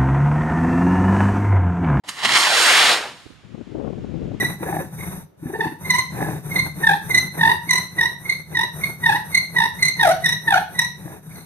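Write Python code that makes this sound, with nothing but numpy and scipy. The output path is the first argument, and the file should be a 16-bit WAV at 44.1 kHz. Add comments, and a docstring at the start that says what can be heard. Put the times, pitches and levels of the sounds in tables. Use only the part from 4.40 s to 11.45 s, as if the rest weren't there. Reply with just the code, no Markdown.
"""A bow drill is sawed back and forth on a wooden hearth board in a small room, near a phone on the floor.
From the start the spindle tip hisses in its dust and grabs about once a turn, squealing, while the board
rumbles and knocks on the floor. The first slow push strokes chatter, with a brief rest near 0.9 s.
The bow then quickens and squeals on every stroke; hard grabs sag in pitch and fall to the half tone, an
octave down, deepest near 5.7 s. At the end the bow eases off with a faint chatter and a last tiny squeak."""
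import sys
import numpy as np
from scipy import signal
from scipy.fft import rfft, irfft
from scipy.io import wavfile

SR = 44100
rng = np.random.default_rng(int(sys.argv[2]) if len(sys.argv) > 2 else 0)


def dump(signal):
    """Clip the signal to [-1, 1] and save it as 16-bit WAV at the path in sys.argv[1]."""
    limited = np.clip(np.atleast_2d(signal).T, -1, 1)
    pcm = np.round(limited * 32767).astype(np.int16)
    wavfile.write(sys.argv[1], SR, pcm)


N = 310905
T = np.arange(N) / SR
FREQ = np.arange(N + 1) * SR / (2 * N)


# Squeal cues, each a first catch, a hard bite and a run of grabs:
# catch_s, bite_s, last_grab_s, grab_count, bite_pitch_hz, sag_hz, bite_level_db,
# then relative to the bite level: catch_db, last_grab_db, half_tone_db, octave_db, brightness_db
SQUEAL_CUES = [(-0.02, 0.012, 0.052, 2, 1933, 50, -19.5, -10, 0, -21, -13.5, -15),
               (0.591, 0.612, 0.64, 2, 2083, 16.5, -34.5, -10.5, -5, -9.5, -28, -14),
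               (1.154, 1.213, 1.278, 3, 1767, -0.5, -23.5, -11, -17, 11, -16, -25),
               (1.459, 1.509, 1.591, 3, 2014, 99.5, -13, -17, -4, -5, -10.5, -11.5),
               (2.122, 2.165, 2.197, 2, 2056, 90, -16.5, -12, 2, -19, -13.5, -20),
               (2.443, 2.474, 2.538, 4, 1770, 180, -8.5, -7, -8, -2, -14, -22),
               (2.714, 2.751, 2.783, 2, 1998, 1, -11, -7.5, -1, -26, -10, -11),
               (2.997, 3.015, 3.12, 6, 1830, 65, -12.5, -12, -2.5, 0.5, -12, -23),
               (3.297, 3.312, 3.383, 4, 1978, 0, -13, -6.5, -7.5, -7, -6, -5),
               (3.592, 3.614, 3.66, 3, 1850, 10, -13, -3.5, -5, -6.5, -10, -14),
               (3.862, 3.9, 3.928, 2, 2103, -1, -14.5, -16, -8, -24, -14, -19),
               (4.156, 4.174, 4.236, 4, 1865, 40, -16, -4, -3, -3.5, -6.5, -12),
               (4.419, 4.442, 4.471, 2, 2135, 0, -17, -19.5, -16, -12, -18, -23),
               (4.642, 4.666, 4.76, 4, 1845, 190, -11, -8, -9, 0, -12, -19),
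               (4.931, 4.952, 4.979, 2, 2076, 0, -11.5, -22.5, -3, -26, -8, -12.5),
               (5.17, 5.188, 5.259, 5, 1858, 50, -12.5, -2, -6, -1.5, -8.5, -14),
               (5.396, 5.431, 5.487, 3, 2043, 28.5, -12, -22, -4.5, -28.5, -6.5, -9),
               (5.6, 5.614, 5.717, 6, 1835, 590, -12.5, -3.5, -3, 1, -6.5, -14),
               (5.847, 5.864, 5.928, 3, 1853, -30, -15, -3, -6, -15, -3.5, -4),
               (6.085, 6.109, 6.178, 5, 1750, 330, -14, 0, -3, 3, -8.5, -19),
               (6.358, 6.395, 6.45, 3, 1896, -0.5, -14, -21, -13, -5.5, -5, -2.5),
               (6.918, 6.96, 7.01, 3, 2094, -1, -48, -2, -4, -10, -2.5, -3.5)]
def grabs(stall_sag_hz=1198, groan_sag_hz=552, release_rise_hz=60):
    """The tip catches, bites, then grabs evenly as the load rises and falls; a deep sag becomes a groan."""
    rows = []  # time_s, length_s, pitch_hz, level_db, half_tone_db, octave_db, brightness_db
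    for cue in SQUEAL_CUES:
        catch_s, bite_s, last_s, count, hz, sag_hz, db, catch_db, last_db, half_db, octave_db, bright_db = cue
        turn_s = (last_s - bite_s) / (count - 1)
        # the first catch is higher, plainer and duller than the bite
        rows.append((catch_s, 0.008 + 0.28 * (bite_s - catch_s), hz + 115.2 + 4 * bright_db,
                     db + catch_db, half_db - 12, octave_db - 11, bright_db - 9))
        for progress in np.linspace(0, 1, int(count)):
            # the nearer a stall, the less the pitch recovers
            load = np.abs(np.sin(np.pi * progress / (1 + sag_hz / stall_sag_hz))) ** 1.8
            # a groan stretches the grab and moves its strength into the half tone and the rasp
            groan = sag_hz * load / groan_sag_hz
            unbuilt_db = -8.5 * (progress == 0)  # the half tone has not yet built up at the bite
            rows.append((bite_s + progress * (last_s - bite_s),
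                         0.41 * turn_s * (1 + 0.15 * progress + 0.35 * load + groan),
                         hz - sag_hz * load + release_rise_hz * progress,
                         db + last_db * progress - 2.2 * load - 10.5 * groan,
                         half_db + unbuilt_db - 1.5 * (1 - load) + 11 * groan,
                         octave_db - 1.5 * load - 9 * groan,
                         bright_db + 0.3 * progress + 14 * groan))
    return rows


def grab_envelopes(sustain_db=-23, sustain_s=0.0272):
    """Each grab swells the tone, half tone, octave and treble, tightens the grip and bends the pitch."""
    tone, half, octave, bright, grip, bend = np.zeros((6, N))
    for time_s, length_s, _, db, half_db, octave_db, bright_db in grabs():
        near = np.abs(T - time_s) < .06
        age = (T[near] - time_s) / length_s
        swell = np.exp(-np.abs(age / .5) ** 2.33)
        # the tip goes on singing weakly between grabs
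        sing = swell + undb(sustain_db) * (1 - swell) * np.exp(-((T[near] - time_s) / sustain_s) ** 2)
        # once the tone has built up the slips turn abrupt: the treble bites at once, then fades
        bite_age = np.maximum(age + 0.44, 0)
        bite = 1.18 * np.tanh(bite_age * 7) * np.exp(-(bite_age / 0.56) ** 2 / 2)
        tone[near] += (undb(db) * sing) ** 2
        half[near] += (undb(db + half_db) * sing) ** 2
        octave[near] += (undb(db + octave_db) * sing) ** 2
        bright[near] += (undb(db + bright_db) * bite) ** 2
        grip[near] = np.maximum(grip[near], swell)
        bend[near] += 2 * age * sing
    return *np.sqrt([tone, half, octave, bright]), grip, bend


def squeal(lock_db=-33, groan_hz=1270, throb_db=5, rasp_db=-6, crunch_db=-19, ring_db=-19):
    """Stick-slip tone of the tip; under load every second slip is weaker, which sounds the half tone."""
    tone, half, octave, bright, grip, bend = grab_envelopes()
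    grab_s, _, grab_hz, *_ = np.transpose(grabs())
    pitch = np.interp(T, grab_s, grab_hz)
    # doubled slips are less regular, and a feeble grab never locks to one pitch
    doubled = half / (half + tone + 1e-6)
    unrest = 0.005 + 0.02398 * doubled + 0.035 / (1 + ((tone + half) / undb(lock_db)) ** 2)
    jitter = unrest * (0.78 * walk(700) + .7 * walk(140))
    # a tightening grip sticks longer and lowers the pitch
    hz = pitch * (1 + .03 * (.85 - grip) - 0.02 * bend + jitter)
    phase = 2 * np.pi * np.cumsum(hz) / SR
    core = tone * np.sin(phase) + octave * np.sin(2 * phase)
    growl = half * (np.sin(phase / 2) + undb(-16) * np.sin(1.5 * phase + 0.47 * walk(400))
                    + undb(-25) * np.sin(2.5 * phase))
    # the deepest groan doubles its period once more
    quarter = half * undb(-14) / (1 + (pitch / groan_hz) ** 20) * np.sin(phase / 4)
    upper = sum(undb(db + 2 * walk(350)) * np.sin(order * phase)
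                for order, db in [(3, 1), (4, -4.5), (5, -15)])
    # the wood favours partials near 6 and 8.5 kHz
    wood_eq = gains([(4900, -11.5), (5750, -7), (6300, -1), (7200, -33), (8300, 0.5), (10500, -3)])
    upper = shape(bright * upper, wood_eq)
    splinters = noise() * (1 + np.cos(phase)) * undb(4.5 * walk(1200))
    rasp_eq = gains([(1000, -6), (2900, 7), (3800, -28), (4900, -5), (6000, 7), (7200, -14.5),
                     (8600, 5.5), (11500, 4), (15000, -14)])
    rasp = undb(rasp_db) * bright * unit(shape(splinters, rasp_eq))
    # the half tone crunches the dust across the whole band
    crunch_eq = gains([(300, -1.5), (480, -15), (900, 7), (2400, -8), (4000, -27), (5000, -7),
                       (9000, -6.5), (15000, -26)])
    crushed_dust = unit(shape(noise() * (1 + np.cos(phase / 2)), crunch_eq))
    crunch = undb(crunch_db) * half * crushed_dust * (groan_hz / pitch) ** 2
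    # a plain squeal is smooth; in a doubled one, tone and half tone throb against each other
    throb = undb(throb_db * doubled * walk(220))
    voiced = np.sqrt(2) * ((core + upper) * throb + (growl + quarter) / np.sqrt(throb))
    return voiced + rasp + crunch + undb(ring_db) * tone * spindle(noise())


def spindle(push, ring_hz=3750, width_hz=220):
    """The narrow upper ring of the spindle, at rms 1."""
    return unit(shape(push, resonance(ring_hz, width_hz) ** 2))


# Juddering strokes: start_s, end_s, level_db, slips_per_s, full_speed_pitch_hz
CHATTER_CUES = [(0.202, 0.494, -28.5, 47, 710), (1.028, 1.331, -25, 33.4, 418),
                (1.736, 1.968, -32, 50, 820), (6.6, 6.79, -45.5, 45.75, 756.5)]
def chatter(scatter_db=2.15, slip_s=0.0053, creak_s=0.0054, creak_db=-2, rattle_db=20):
    """On slow pushes the tip judders: each slip rattles the board and creaks, higher with speed."""
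    creaks, rattle = np.zeros((2, N))
    for start_s, end_s, db, slips_per_s, top_hz in CHATTER_CUES:
        count = int((end_s - start_s) * slips_per_s)
        for k, (late, loud, sharp) in enumerate(rng.standard_normal((count, 3))):
            time_s = start_s + (k + .5 + .2 * late) / slips_per_s
            speed = np.sin(np.pi * (k + .5) / count)
            near = np.abs(T - time_s) < .03
            age = T[near] - time_s
            size = undb(db + scatter_db * loud)
            hz = (300 + (top_hz - 300) * np.tanh(2.74 * speed ** 5)) * (1 + 0.082 * sharp)
            creak = np.exp(-(age / creak_s) ** 2) * np.sin(2 * np.pi * hz * age)
            creaks[near] += 2 * size * np.sqrt(speed) * creak
            decay = np.exp(-np.abs(age) / slip_s) * (age > 0)
            rattle[near] += size * speed ** 2 * (top_hz / 750) ** 2 * decay
    return undb(creak_db) * creaks + undb(rattle_db) * board(rattle * noise())


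# Jolts of the board: start_s, peak_db
KNOCK_CUES = [(0.203, -21), (0.777, -35.5), (1.022, -26), (1.053, -17), (1.263, -19), (1.466, -30),
              (2.371, -25), (2.766, -27), (3.037, -27), (3.269, -26.5), (4.161, -28), (4.679, -30),
              (5.861, -34), (6.079, -25), (6.652, -25.5)]
def knocks(contact_s=0.00302):
    """Soft jolts thump the low modes of the board."""
    out = np.zeros(N)
    from_centre_s = T - 2 * contact_s
    thump = board(from_centre_s * np.exp(-(2 * from_centre_s / contact_s) ** 2))
    thump /= np.abs(thump).max()
    for start_s, peak_db in KNOCK_CUES:
        start = int(start_s * SR)
        out[start:] += undb(peak_db) * thump[:N - start]
    return out


# Body of the hearth board, one mode a row: pitch_hz, width_hz, level_db
BOARD_MODES = [(163, 73, 3), (321.4, 38, 10), (390, 27, -1), (776, 71, 10.5), (970, 39, -23),
               (1164, 40, -18), (1560, 86, -1.5), (1695, 50, 8)]
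def board(push, soft_hz=2050):
    """A push rings the modes of the board; the soft wood passes little treble."""
    modes = sum(undb(db) * resonance(hz, width_hz) for hz, width_hz, db in BOARD_MODES)
    return shape(push, modes / (1 + (FREQ / soft_hz) ** 10))


# Bow strokes, pull and push in turn, with levels at full speed: start_s, hiss_db, rumble_db
BOW_STROKES = [(-0.12, -35.5, -26.5), (0.174, -38, -29.5), (0.498, -38, -30.5), (0.979, -45, -37.5),
               (1.39, -37, -31), (1.687, -38.5, -26.5), (2.022, -35, -28), (2.326, -36.5, -30.5),
               (2.608, -34, -29), (2.908, -35.5, -30), (3.205, -37.5, -34), (3.492, -41.5, -35.5),
               (3.768, -41, -36.5), (4.046, -44.5, -36.5), (4.32, -35.5, -32), (4.574, -37, -31.5),
               (4.832, -37, -35.5), (5.082, -38.5, -33.5), (5.324, -38, -33), (5.548, -37.5, -33.5),
               (5.787, -39, -32.5), (5.999, -39.5, -36), (6.266, -43, -37.5), (6.539, -46, -36),
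               (6.818, -44.5, -37.5)]
def bow_envelopes(rest_s=0.85, finish_s=7.1, overlap_s=0.012, pull_db=-6, push_db=-2.2):
    """Hiss, rumble and scrape swell with the bow's speed; the push scrapes harder than the pull."""
    power = np.zeros((3, N))
    ends = [row[0] for row in BOW_STROKES[1:]] + [finish_s]
    for k, ((start_s, hiss_db, rumble_db), end_s) in enumerate(zip(BOW_STROKES, ends)):
        if start_s < rest_s < end_s:
            end_s = rest_s  # the bow stands still until the next stroke
        polish_db = -0.47 * start_s  # the socket is worn smooth
        scrape_db = rumble_db + (push_db if k % 2 else pull_db) + polish_db
        progress = np.clip((T - start_s + overlap_s) / (end_s - start_s + 2 * overlap_s), 0, 1)
        speed = np.abs(np.sin(np.pi * progress))
        levels = undb([hiss_db, rumble_db, scrape_db])[:, None]
        power += (levels * [speed ** 1.16, speed ** 0.72, speed ** 1.46]) ** 2
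    return np.sqrt(power)


# EQ curves of the dust, the socket and the board on the floor: frequency_hz, level_db
DUST_EQ = [(1500, 12.5), (3000, -15), (3800, 6), (4800, -55), (6000, 15.5), (7200, -41), (8200, 4.5),
           (8750, 14.5), (9800, 6.5), (11600, 16.5), (13000, 5.5), (14500, 7.5), (16000, -11)]
SOCKET_EQ = [(150, -40), (260, -1.5), (370, 4.5), (500, -2.5), (700, -5), (950, -0.5), (1250, -14.5),
             (1700, -6), (2100, -13), (2700, -14.5), (3200, -49.5), (3750, -16), (4500, -59)]
FLOOR_EQ = [(25, -29), (50, -26.5), (80, -6.5), (120, -4.5), (165, 3.5), (200, -6.5), (250, -19),
            (400, -41.5)]
def rubbing(ring_db=-20, flutter_db=1.57, wobble_db=4, hiss_spread=0.2, rub_spread=0.43):
    """Dry friction: the dust hisses, the socket scrapes and the board rumbles; returns mid and side."""
    hiss, rumble, scrape = bow_envelopes()
    wobble = walk(60)  # the spindle is not quite round and presses unevenly
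    mid_side = []
    for treble_share, bass_share in ((1, 1), (hiss_spread, rub_spread)):
        grains = noise() * undb(-0.5 * walk(2900))
        dust = unit(shape(grains, gains(DUST_EQ))) + undb(ring_db) * spindle(noise())
        dust *= hiss * undb(flutter_db * wobble)
        socket = unit(shape(noise(), gains(SOCKET_EQ))) * scrape * undb(-2 + wobble_db * wobble)
        floor = unit(shape(noise(), gains(FLOOR_EQ))) * rumble * undb(-1)
        mid_side.append(treble_share * dust + bass_share * socket + bass_share ** 1.56 * floor)
    return mid_side


# Stereo image at the two microphone ports: frequency_hz, left_minus_right_db, left_lead_rad
STEREO_IMAGE = [(60, 14.5, 0.5), (200, -0.5, 0), (394, 4, 1), (710, 2, 0.86), (810, 7.5, 0.8),
                (875, -3, 1.57), (1830, -1, 1.0), (2454, -8, 1.78), (2940, -2.5, 4), (3675, 0, 1.5),
                (4560, 1.5, 4), (5960, -11, 3.5), (7600, -8.5, 7), (9300, 8.5, 7.5), (11800, 3, 7.5),
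                (12600, -8.5, 11.5), (15000, 11.5, 10)]
def ports(x):
    """The sound reaches the left port first, and its left-right balance shifts with pitch."""
    hz, db, lead_rad = np.transpose(STEREO_IMAGE)
    tilt = gains(np.transpose([hz, db]))
    right = np.sqrt(2 / (1 + tilt ** 2))
    lag = np.exp(-1j * np.interp(FREQ, hz, lead_rad))
    return np.array([shape(x, tilt * right), shape(x, right * lag)])


def room(x, t60_s=0.38, first_echo_s=0.0068, build_s=0.0023):
    """Dense echoes of a small room; the bass is alike on both sides and the treble is wide."""
    t = T[:SR]
    envelope = undb(-60 * t / t60_s) * np.clip((t - first_echo_s) / build_s, 0, 1)
    low_eq = gains([(100, 5), (2200, 1), (4200, 0), (7000, -28.5), (15000, -22)])
    high_eq = gains([(2000, -44), (4000, 5.5), (6200, 2), (9000, -5.5), (15000, 1.5)])
    echoes = []
    for _ in range(2):
        tail = (shape(noise(), low_eq) + shape(noise(), high_eq))[:SR] * envelope
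        echoes.append(signal.fftconvolve(x, tail / np.sqrt(SR * t60_s / np.log(1e6)))[:N])
    likeness = 1 / (1 + (FREQ / 900) ** 2)
    mid = shape(echoes[0], np.sqrt((1 + likeness) / 2))
    side = shape(echoes[1], np.sqrt((1 - likeness) / 2))
    return np.array([mid + side, mid - side])


def air():
    """A steady, dark bed of room air, separate on each side."""
    air_eq = gains([(30, -12), (150, 12), (400, 16.5), (2000, -5), (15000, -29)])
    return np.array([unit(shape(noise(), air_eq)) for _ in range(2)])


def undb(db):
    """Decibels to gain."""
    return 10 ** (np.asarray(db) / 20)


def unit(x):
    """Scale to rms 1."""
    return x / np.sqrt(np.mean(x ** 2))


def gains(points):
    """EQ curve through (frequency_hz, level_db) points."""
    hz, db = np.transpose(points)
    return undb(np.interp(np.log(FREQ + 1), np.log(hz), db))


def resonance(hz, width_hz):
    """Frequency response of one mode, gain 1 at its centre."""
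    return 1j * FREQ * width_hz / (hz ** 2 - FREQ ** 2 + 1j * FREQ * width_hz)


def shape(x, response):
    """Filter by a frequency response."""
    return irfft(rfft(x, 2 * N) * response)[..., :N]


def noise():
    """White noise."""
    return rng.standard_normal(N)


def walk(rate_hz):
    """Random modulation of rms 1, gliding to a new value rate_hz times a second."""
    return unit(np.interp(T * rate_hz, np.arange(N // 8), rng.standard_normal(N // 8)))


def scene(squeal_db=2.5, squeal_send_db=-7, wood_send_db=-12, air_db=-58):
    """The squeal up front, wood noises under it, both sent to the room, over faint air."""
    voice = undb(squeal_db) * squeal()
    rub_mid, rub_side = rubbing()
    wood = rub_mid + chatter() + knocks()
    bed = undb(air_db) * air()
    echoes = room(undb(squeal_send_db) * voice + undb(wood_send_db) * wood)
    return ports(voice + wood) + np.array([rub_side, -rub_side]) + echoes + bed


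def record(dry, ceiling=.9, top_hz=15450):
    """The phone rounds the loudest peaks and cuts the top."""
    rounded = dry / (1 + (dry / ceiling) ** 6) ** (1 / 6)
    return signal.sosfilt(signal.ellip(10, .2, 80, top_hz, fs=SR, output="sos"), rounded)


dry = scene()
out = record(dry)
dump(out)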